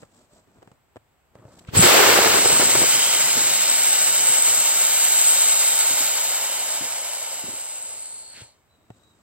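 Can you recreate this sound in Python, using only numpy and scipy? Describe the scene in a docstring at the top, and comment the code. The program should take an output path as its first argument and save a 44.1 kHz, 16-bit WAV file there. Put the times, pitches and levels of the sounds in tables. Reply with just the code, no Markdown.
"""A snowy lot, where ether is lit in a loader tire. The flame catches with a flutter and soft pops and
goes up with a whump; gas roars out past the loose bead and sputters as the bead seats on the rim.
Then the tire blows down through its open valve stem: a long, sizzling hiss over low eddies that fades
to a thin whistle. Boots tread the snow and work clothes rustle close by, over faint outdoor air."""
import sys
import numpy as np
from scipy import signal
from scipy.fft import rfft, irfft, next_fast_len
from scipy.io import wavfile
from scipy.ndimage import map_coordinates

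SR = 44100
rng = np.random.default_rng(int(sys.argv[2]) if len(sys.argv) > 2 else 0)


def generate_wav(sig):
    """Save sig (samples, or channels by samples) to the path in sys.argv[1] as 16-bit PCM at SR."""
    pcm = np.round(np.clip(np.atleast_2d(sig).T, -1, 1) * 32767).astype(np.int16)
    wavfile.write(sys.argv[1], SR, pcm)


N = 406602

# tone colours of the noise layers: freq_hz, gain_db
AIR_TONE = [(25, -3), (85, 2.5), (200, -10.5), (800, -10), (2500, -18.5), (6000, -30), (15500, -28)]
GRAIN_TONE = [(25, -1), (90, 1.5), (250, 3), (450, -4.5), (750, -8), (1300, -9), (3000, -29.5), (8000, -39),
              (15500, -39.5)]
RUSTLE_TONE = [(300, -23), (1500, -7), (4000, 3), (8000, 0), (15500, -18)]
SLEEVE_TONE = [(400, -8), (1000, -18), (1500, -3.5), (3200, -4), (4300, -10), (6000, -12), (15500, -32)]
SNAP_TONE = [(800, -20), (2600, 0), (5000, -6), (8000, -7), (15500, -20)]
EDDY_TONE = [(25, -17), (60, -10), (110, -1), (300, -0.5), (500, 2.5), (1200, -27), (5000, -60)]
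ROAR_TONE = [(30, -32.5), (100, -14.5), (220, -12), (400, 3.5), (800, -0.5), (1500, -1.5), (2800, -5),
             (5000, -8.5), (8000, -19.5), (15500, -14.5)]
HISS_TONE = [(60, -33.5), (330, -14), (560, -10.5), (900, -3.5), (1500, -2), (3000, 1), (5300, -1),
             (5750, 2.5), (6700, 0.5), (9000, 0), (13700, -10), (15500, -6.5)]
# stereo images of direct and scattered sound: freq_hz, left_right_likeness
DIRECT_IMAGE = [(100, .7), (700, 0.9), (2500, 0.74), (5800, 0.76), (7500, 0.75), (10000, 0.99), (14000, .3)]
SCATTERED_IMAGE = [(100, 0.36), (400, .1), (3000, 0.29), (8000, 0.16), (13000, .1)]
# resonances of knocks and pops, a hollow ring, footfalls, wheel dish, stem: pitch_hz, width_hz, gain_db
KNOCK_POP_MODES = [(328, 620, 1.5), (604, 360, 6), (1160, 480, -10), (1827, 390, -10), (2966, 650, -23.5)]
HOLLOW_MODES = [(612, 100, 0)]
STEP_MODES = [(114, 74, -3), (200.6, 104, 1.5), (305, 140, 2.5)]
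DISH_MODES = [(575, 137, -1), (930, 200, 0.1)]
STEM_MODES = [(2250, 260, -13), (3110, 98, -3.5), (3866, 160, -0.5), (5020, 600, -5)]
# the stem's antiresonances: pitch_hz, width_hz, strength_db
STEM_NOTCHES = [(1610, 67, -16.5), (3410, 210, -7), (4740, 110, -21), (5690, 260, -3.5)]

# scuffs over the snow and, from 1.35 to 1.7 s, the flutter of the flame catching at the tire:
# start_s, length_s, grain_db, rustle_db, hollow_db
SCUFFS_AND_FLUTTER = [(.01, 0.011, -55.5, -63, -65), (0.143, 0.079, -62, -68, -69),
                      (0.33, 0.063, -62, -67, -63), (0.514, 0.06, -61, -77, -73), (.62, .11, -64, -79, -71),
                      (1.363, 0.046, -56, -80, -63.5), (1.465, 0.019, -62, -81, -60),
                      (1.517, 0.1, -55, -65, -66.5), (1.639, 0.06, -55.5, -79, -70),
                      (8.704, 0.24, -70, -83, -80), (8.964, 0.31, -65.5, -74.5, -79)]
# knocks of boots and hands and, from 1.35 to 1.5 s, soft pops of the flame catching:
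# start_s, peak_db, thud_db, snap_db, crunch_amount
KNOCKS_AND_POPS = [(0.025, -38.5, -57, -66, 0.07), (0.031, -33.5, -60, -72, 0.22),
                   (0.585, -48, -49, -70, 0.1), (0.621, -44, -60, -70, 0.1), (0.627, -37.5, -57, -59, 0.2),
                   (0.675, -38.5, -49, -69, 0.1), (0.716, -41.5, -50, -61, .16),
                   (0.959, -33, -52, -61, 0.07), (0.967, -31, -52, -64, 0.05),
                   (0.97, -35.5, -46, -64, 0.14), (1.354, -37, -44, -62, .1), (1.387, -43, -52, -76, 0.1),
                   (1.396, -45, -46, -78, 0.2), (1.452, -39, -36, -72, .1), (1.482, -45, -47, -72, 0),
                   (8.419, -47, -36.5, -70, 0), (8.903, -32.5, -36, -60, 0.15)]
# dull footfalls and bumps: start_s, peak_db
FOOTFALLS = [(0.474, -53), (0.56, -55), (3.37, -25.5), (3.41, -31), (4.294, -32.5), (5.906, -29.5),
             (6.003, -33), (6.806, -32), (6.838, -37), (7.437, -31.5), (7.48, -31.5), (7.535, -38)]
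# where the small sounds are heard, 1 off to the left and 0 at the wheel: time_s, left_share
FOLEY_PLACE = [(1.15, 1), (1.25, 0), (8.55, 0), (8.65, 1)]
# puffs of flame before the blast: peak_s, level_db, half_length_s, centre_hz, width_hz
FLAME_PUFFS = [(1.353, -68, 0.0026, 3990, 5000), (1.593, -50.5, 0.0037, 3204, 7000),
               (1.65, -52, 0.0013, 1700, 2200), (1.675, -60.5, 0.0017, 4500, 6000),
               (1.69, -41, 0.0026, 1320, 350), (1.692, -50, 0.013, 2620, 2190)]
# whumps of the burning vapour and, from 2.29 s, low thumps as the gap at the rim sputters shut:
# start_s, level_db, pitch_hz, t60_s
WHUMPS_AND_THUMPS = [(1.687, -17, 110, 0.026), (1.736, -24.5, 110, 0.04), (1.769, -13, 107.6, 0.16),
                     (1.7909, -2, 174, 0.038), (1.836, -11.5, 360, 0.098), (2.293, -27.5, 115, 0.04),
                     (2.336, -24, 114, 0.03), (2.529, -25, 110, 0.043)]
# the gap at the rim spits as it opens and closes: start_s, peak_db
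GAP_SPITS = [(1.736, -21), (2.188, -4), (2.259, -9), (2.37, -14), (2.456, -9.5), (2.503, -15.5),
             (2.596, -14), (2.62, -13), (2.752, -12), (2.781, -16), (2.816, -9.5), (2.838, -16.5)]
# the bead lifts off the rim again before it seals: start_s, length_s, level_db
BEAD_BURPS = [(2.326, 0.066, -23), (2.45, 0.022, -24), (2.493, 0.08, -25), (2.596, 0.033, -23),
              (2.671, .04, -28), (2.75, 0.01, -22), (2.8, 0.0086, -28), (2.828, 0.01, -29)]
# swells of the stem's whistle: peak_s, half_length_s, pitch_hz, level_db, half_width_hz
WHISTLE_SWELLS = [(3.042, 0.2, 3160, -31, 130), (5.58, 0.32, 3820, -38, 111),
                  (8.19, 0.34, 4380, -52.5, 300), (8.33, 0.12, 4410, -52, 70), (8.734, .045, 3970, -70, 35),
                  (8.85, 0.13, 3850, -76.5, 70), (8.933, .04, 3890, -75, 30),
                  (9.06, 0.12, 3880, -68.5, 31.9)]
# the course of the stem's sizzle: time_s, level_db, centre_hz, narrow_share
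SIZZLE_CURVE = [(2.3, -32.5, 7710, .3), (2.6, -28, 7720, 0.75), (3.1, -33, 7720, 0.86),
                (3.6, -30.5, 7720, 0.33), (4.3, -26.5, 7706, .2), (4.9, -28.5, 7750, 0.08),
                (5.349, -25.5, 7760, 0.093), (6.1, -32, 7830, .1), (7.001, -39, 7810, 0.11),
                (7.4, -40, 7940, 0.09), (7.851, -40, 8210, 0.12), (8.15, -44, 8240, 0.26),
                (8.4, -56, 8200, .2)]
# the jet's bright crest, a broad band and a narrow one that outlasts it:
# half_width_hz, top_db, knee_db, loss_db_per_flow_db
CREST_BANDS = [(2300, -31, -29.5, 1.5), (560, -45, -41, 2)]
# the glide of that crest: time_s, centre_hz
CREST_GLIDE = [(4.4, 12900), (5.3, 12420), (6.1, 11930), (6.8, 11220), (7.3, 11200), (7.8, 11800),
               (8.2, 12000)]
# flow through the stem while the tire is still full: time_s, flow_db
FULL_FLOW = [(2.9, -26), (3.27, -28), (4.49, -30), (5.56, -30), (6.4, -31.5)]
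# the microphone's ports ring near 8 kHz: freq_hz, gain_db
PORT_TONE = [(5800, 1), (6500, 2), (7300, 7.5), (7900, 12.5), (8400, 7.5), (9100, -4), (10200, -7.5),
             (11800, 2), (15500, 0)]
# tilt between the two ports: freq_hz, left_over_right_db
PORT_TILT = [(2000, 0.5), (4000, -1), (8000, 0.5), (13000, -1.9)]

# gas first leaks, then blasts the gap open; the bead hits the rim, then seals
LEAK_S, BLAST_S, SEAT_S, SEAL_S = 1.754, 1.827, 2.385, 2.843
EMPTY_S, CLOSE_S = 8.445, 0.17  # the jet gives out; the time it then takes to fall 20 dB


def amp(db):
    """Decibels as a gain."""
    return 10 ** (np.asarray(db) / 20)


def unit(x):
    """x at rms 1."""
    return x / np.sqrt(np.mean(x ** 2) + 1e-20)


def along(points, hz):
    """A curve through (freq_hz, value) points on a log axis."""
    freqs, values = np.transpose(points)
    return np.interp(np.log(hz + 1), np.log(freqs + 1), values)


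def colour(points):
    """An EQ curve through (freq_hz, gain_db) points."""
    return lambda hz: amp(along(points, hz))


def resonances(modes):
    """The response of (pitch_hz, width_hz, gain_db) modes, summed with alternating polarity."""
    return lambda hz: sum((-1) ** k * amp(db) * 1j * hz * width / (pitch**2 - hz**2 + 1j * hz * width)
                          for k, (pitch, width, db) in enumerate(modes))


def clock():
    """The time of each sample in seconds."""
    return np.arange(N) / SR


def envelope(start, length, rise, fall):
    """Gain 1 for length seconds; it climbs 20 dB per rise before and sinks 20 dB per fall after."""
    t = clock()
    return amp(-20 * (np.maximum(start - t, 0) / rise + np.maximum(t - start - length, 0) / fall))


def sinking(start, db_per_s):
    """Gain 1 until start, then a steady decay."""
    return amp(-db_per_s * np.maximum(clock() - start, 0))


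def driven(flow_db, top_db, knee_db, slope):
    """A gain that holds its top while the flow is above the knee and loses slope dB per dB below."""
    return amp(top_db + slope * np.minimum(flow_db - knee_db, 0))


def wobble(rate):
    """A smooth random curve, rate knots a second."""
    return map_coordinates(rng.standard_normal(int(N * rate / SR) + 4), [np.arange(N) * rate / SR])


def filtered(x, response):
    """x through a complex frequency response."""
    size = x.shape[-1]
    padded = next_fast_len(size + SR // 4)
    return irfft(rfft(x, padded) * response(np.fft.rfftfreq(padded, 1 / SR)), padded)[..., :size]


def rush(response, image):
    """Coloured stereo noise of rms 1; image gives its left-right likeness over frequency."""
    def mid_side(hz):
        angle = np.arccos(np.clip(along(image, hz), -1, 1)) / 2
        return response(hz) * np.array([np.cos(angle), np.sin(angle)])
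    mid, side = filtered(rng.standard_normal((2, N)), mid_side)
    return unit(np.array([mid + side, mid - side]))


def gliding(centre_hz, half_width_hz, alike):
    """A band of noise of rms 1 around a moving centre."""
    band = rush(lambda hz: 1 / (1 + (hz / half_width_hz) ** 2), [(100, alike)])
    return unit(band * np.cos(2 * np.pi * np.cumsum(centre_hz) / SR))


def add(track, start, sound):
    """Mix a sound in at start seconds."""
    part = track[..., max(round(start * SR), 0):][..., :sound.shape[-1]]
    part += sound[..., :part.shape[-1]]


def hit(modes, t60, grit):
    """An impulse with a gritty tail rings a body's resonances, peak 1."""
    t = np.arange(SR // 5) / SR
    force = grit * rng.standard_normal((2, len(t))) * amp(-60 * t / t60)
    force[:, 0] += 1
    sound = filtered(force, resonances(modes))
    return sound / np.abs(sound).max()


def push(hz, t60, attack=0.0013):
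    """A heavily damped low swing of pressure."""
    t = np.arange(SR // 4) / SR
    return -np.sin(2 * np.pi * hz * t) * amp(-60 * t / t60) * (1 - np.exp(-t / attack))


def outdoor_air():
    """A faint, dark bed of open air."""
    return amp(-65) * rush(colour(AIR_TONE), [(60, 0.59), (2000, 0.26)])


def knocks_and_pops(snap_t60=0.025, heel_db=-13):
    """Boots and hands knock and the catching flame pops: snap, crunch, thud. Dull steps land on snow."""
    out = np.zeros((2, N))
    t = np.arange(SR // 20) / SR
    for start, db, thud_db, snap_db, crunch in KNOCKS_AND_POPS:
        snap = unit(filtered(rng.standard_normal((2, len(t))), colour(SNAP_TONE)))
        add(out, start, amp(snap_db - 60 * t / snap_t60) * snap)
        add(out, start, amp(db) * hit(KNOCK_POP_MODES, t60=0.032, grit=crunch))
        add(out, start, amp(thud_db) * push(hz=113, t60=0.083))
    for start, db in FOOTFALLS:
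        add(out, start, amp(db) * hit(STEP_MODES, t60=0.15, grit=0.092))
        add(out, start, amp(db + heel_db) * push(hz=83.5, t60=0.072, attack=0.0043))
    return out


def scuffs_and_flutter():
    """Grainy swells: boots scuff, clothes rustle, the flame flutters; a sleeve brushes the wheel."""
    out = np.zeros((2, N))
    grains = amp(2.3 * wobble(60) + 3.6 * np.tanh(wobble(420)))
    grainy = unit(rush(colour(GRAIN_TONE), [(100, 0.96)]) * grains)
    hollow = unit(filtered(rush(colour(GRAIN_TONE), [(100, 0.8)]) * grains, resonances(HOLLOW_MODES)))
    rustle = unit(rush(colour(RUSTLE_TONE), [(100, 0.33)]) * amp(2.3 * wobble(190)))
    for start, length, grain_db, rustle_db, hollow_db in SCUFFS_AND_FLUTTER:
        body = amp(grain_db) * grainy + amp(hollow_db) * hollow
        out += envelope(start, length, rise=0.056, fall=0.085) * body
        out += amp(rustle_db) * envelope(start, length, rise=0.074, fall=0.082) * rustle
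    sleeve = rush(colour(SLEEVE_TONE), DIRECT_IMAGE)
    return out + amp(-47) * envelope(8.374, length=0.042, rise=0.094, fall=0.046) * sleeve


def foley(left_lead_s=0.000217):
    """Small sounds of the worker and the catching flame; those off to the left reach that side first."""
    small = knocks_and_pops() + scuffs_and_flutter()
    left_share = np.interp(clock(), *np.transpose(FOLEY_PLACE))
    from_left = lambda hz: np.exp(1j * np.pi * hz * left_lead_s * np.array([[1], [-1]]))
    return (1 - left_share) * small + filtered(left_share * small, from_left)


def eddies(gap_db=-36.5, jet_db=-42):
    """The escaping gas rumbles: strongly until the bead seals, then ever less as the tire empties."""
    at_gap = amp(gap_db) * envelope(BLAST_S, SEAL_S - BLAST_S, rise=0.12, fall=0.12)
    in_jet = amp(jet_db) * envelope(SEAL_S, EMPTY_S - SEAL_S, rise=0.1, fall=CLOSE_S)
    in_jet *= sinking(SEAL_S, db_per_s=4.5)
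    return np.hypot(at_gap, in_jet) * amp(2.5 * wobble(25)) * rush(colour(EDDY_TONE), [(100, 0.42)])


def whistle(depth_db=12.5, bend_hz_per_db=9, wander_hz=18):
    """The stem sings in faint swells that bend its pitch: airy in the jet, thin on the last air."""
    out = np.zeros((2, N))
    for peak_s, half_s, hz, db, half_width_hz in WHISTLE_SWELLS:
        swell_db = -depth_db * np.minimum(((clock() - peak_s) / half_s) ** 2, 2)
        pitch = hz + bend_hz_per_db * swell_db + wander_hz * wobble(28)
        gate = envelope(peak_s - half_s, 2 * half_s, rise=half_s, fall=0.035)
        out += amp(db + swell_db) * gate * gliding(pitch, half_width_hz, alike=0.63)
    return out


def sizzle(spurt_db=-21.5):
    """The stem sizzles in a spurt at ignition, then on from the seating: keen first, later airy."""
    times, *columns = np.transpose(SIZZLE_CURVE)
    level_db, centre_hz, narrow_share = [np.interp(clock(), times, column) for column in columns]
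    steady = amp(level_db) * envelope(SEAT_S, EMPTY_S - SEAT_S, rise=0.3, fall=0.11)
    spurt = amp(spurt_db) * envelope(1.775, length=0.065, rise=0.022, fall=0.14)
    pitch = centre_hz + 110 * wobble(6)
    airy = np.sqrt(1 - narrow_share) * gliding(pitch, half_width_hz=1310, alike=0.86)
    keen = np.sqrt(narrow_share) * gliding(pitch, half_width_hz=160, alike=0.96)
    return (steady + spurt) * amp(0.32 * wobble(22)) * (airy + keen)


def crest(flow_db):
    """The jet's top sheen fades in, glides down and lifts at the end; it narrows as the flow drops."""
    centre_hz = np.interp(clock(), *np.transpose(CREST_GLIDE))
    bands = [driven(flow_db, top_db, knee_db, slope) * gliding(centre_hz, half_width_hz, alike=0.3)
             for half_width_hz, top_db, knee_db, slope in CREST_BANDS]
    return envelope(4.6, length=3.7, rise=3.2, fall=0.4) * sum(bands)


def stem_flow(drain_s=6.025, flat_s=8.65, power=1.66, trickle_db=-61.5):
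    """The flow in dB: nearly steady, then falling ever faster to a trickle as the tire empties."""
    share_left = np.clip((flat_s - clock()) / (flat_s - drain_s), 1e-3, 1)
    full_db = np.interp(clock(), *np.transpose(FULL_FLOW))
    return np.maximum(full_db + 20 * power * np.log10(share_left), trickle_db)


def stem_hiss(flow_db, echo_s=0.001372, dulling=0.39, gain_db=6, full_flow_db=-26):
    """A broad hiss, coloured by the stem and combed by its echo off the wheel, dulls as it weakens."""
    comb = lambda hz: 1 + 0.2 * np.exp(-2j * np.pi * hz * echo_s - (hz / 6000) ** 2)
    peaks = lambda hz: sum(resonances([mode])(hz) for mode in STEM_MODES)
    notches = lambda hz: sum(resonances([notch])(hz) for notch in STEM_NOTCHES)
    pipe = lambda hz: 1 + 0.5 * peaks(hz) - notches(hz)
    noise = rush(lambda hz: colour(HISS_TONE)(hz) * comb(hz) * pipe(hz), DIRECT_IMAGE)
    body = filtered(noise, lambda hz: 1 / (1 + (hz / 8500) ** 4))
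    treble = (noise - body) * amp(dulling * (flow_db - full_flow_db))
    return amp(flow_db + gain_db) * (body + treble)


def colour_drift(jet, depth_db=1.5, patch_hz=170, patch_s=0.5):
    """A slow random drift of the hiss's colour: patches of it swell and fade, most up high."""
    hz, t, spectrum = signal.stft(jet, SR, nperseg=1024)
    grid = np.meshgrid(hz / patch_hz, t / patch_s, indexing="ij")
    patches = map_coordinates(rng.standard_normal((160, 160)), grid, mode="mirror")
    swing_db = depth_db * np.clip(hz / 6500, 0, 1)[:, None]
    drift = amp(swing_db * patches - swing_db ** 2 * np.log(10) / 20)  # keeps the mean power
    return signal.istft(spectrum * drift, SR, nperseg=1024)[1][:, :N]


def valve_jet():
    """The tire blows down through its stem: hiss, crest, sizzle and a hollow note in the wheel dish."""
    flow_db = stem_flow()
    pressure = np.clip((clock() - 1.76) / 0.077, 0, 1)  # builds up within the burn
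    hiss = stem_hiss(flow_db)
    dish = rush(lambda hz: resonances(DISH_MODES)(hz) / (1 + (hz / 1300) ** 4), [(700, 0.99)])
    hollow = driven(flow_db, top_db=-41, knee_db=-35.5, slope=0.86) * dish
    jet = colour_drift(pressure * (hiss + hollow + crest(flow_db)) + sizzle())
    return jet * envelope(LEAK_S, EMPTY_S - LEAK_S, rise=0.014, fall=CLOSE_S) * amp(0.58 * wobble(35))


def bead_roar(leak_db=-22, blast_db=-15, burn_s=0.29, chuff_db=-10.5, swell_db=3.5):
    """Gas roars past the bead while the vapour burns, then chuffs and sputters as the gap closes."""
    t = clock()
    leak = amp(leak_db) * envelope(LEAK_S, SEAL_S - LEAK_S, rise=0.022, fall=0.1)
    leak *= sinking(LEAK_S, db_per_s=11)
    blast = amp(blast_db) * envelope(BLAST_S, SEAT_S - BLAST_S, rise=0.011, fall=0.049)
    blast *= sinking(BLAST_S + burn_s, db_per_s=27.5)
    burps = np.linalg.norm([amp(db) * envelope(start, length, rise=0.012, fall=0.022)
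                            for start, length, db in BEAD_BURPS], axis=0)
    gap_flow = np.linalg.norm([leak, blast, burps], axis=0)
    ragged_db = np.interp(t, [1.95, 2.6], [1.8, 3.3])
    sputter = amp(ragged_db * wobble(230) - ragged_db ** 2 * np.log(10) / 20)  # keeps the mean power
    fullness = amp(swell_db * np.interp(t, [BLAST_S, BLAST_S + burn_s / 2, SEAT_S], [-0.2, 0.4, 0]))
    brightness = amp(np.interp(t, [1.8, 2.1, 2.8], [2.5, -0.5, -5]))
    roar = rush(colour(ROAR_TONE), SCATTERED_IMAGE)
    body = filtered(roar, lambda hz: 1 / (1 + (hz / 2200) ** 4))
    out = gap_flow * (body * sputter * fullness + (roar - body) * brightness)
    chuff_eq = colour([(30, -10.5), (110, -3), (250, -3), (500, -5.5), (1200, -29.5)])
    out += amp(chuff_db) * burps * rush(chuff_eq, [(100, 0.26)])
    spit_modes = [(230, 250, 2.5), (556, 270, 9.5), (1500, 910, -16)]
    for start, db in GAP_SPITS:
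        add(out, start, amp(db) * hit(spit_modes, t60=0.022, grit=0.39))
    return out


def ignition_and_thumps(boom_db=-25):
    """Small flares, then the flame front whumps over a deep boom; the gap thumps as it sputters shut."""
    out = np.zeros((2, N))
    t = np.arange(SR // 10) / SR - 0.05  # centred on the puff
    for peak_s, db, half_s, centre_hz, width_hz in FLAME_PUFFS:
        band = resonances([(centre_hz, width_hz, 0)])
        puff = unit(filtered(rng.standard_normal((2, len(t))), lambda hz: band(hz) ** 2))
        add(out, peak_s + t[0], amp(db) * puff * np.exp(-(t / half_s) ** 2 / 2))
    for start, db, hz, t60 in WHUMPS_AND_THUMPS:
        add(out, start, amp(db) * push(hz, t60))
    boom = rush(colour([(20, -15.5), (45, -14.5), (120, -4.5), (300, -8), (900, -42)]), [(100, 0.44)])
    return out + amp(boom_db) * boom * envelope(1.773, length=0.075, rise=0.047, fall=0.081)


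def scene():
    """The blast and the long blow-down in front, the small sounds and the open air behind."""
    tire = ignition_and_thumps() + bead_roar() + valve_jet() + eddies() + whistle()
    return tire + foley() + outdoor_air()


def record(dry, right_lead_s=6.6e-5, low_cut_hz=42, top_hz=15850):
    """The microphone's ports ring, the right one leading; lows are cut, peaks rounded, the top shorn."""
    sides = np.array([[1], [-1]])
    balance = lambda hz: amp(sides * along(PORT_TILT, hz) / 2)
    delay = lambda hz: np.exp(-1j * np.pi * hz * right_lead_s * sides)
    low_cut = lambda hz: hz ** 2 / (hz ** 2 + low_cut_hz ** 2)
    heard = filtered(dry, lambda hz: colour(PORT_TONE)(hz) * balance(hz) * delay(hz) * low_cut(hz))
    rounded = heard / (1 + np.abs(heard) ** 6) ** (1 / 6)
    return filtered(rounded, lambda hz: np.clip((top_hz - hz) / 120 + 0.5, 0, 1))


dry = scene()
out = record(dry)
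generate_wav(out)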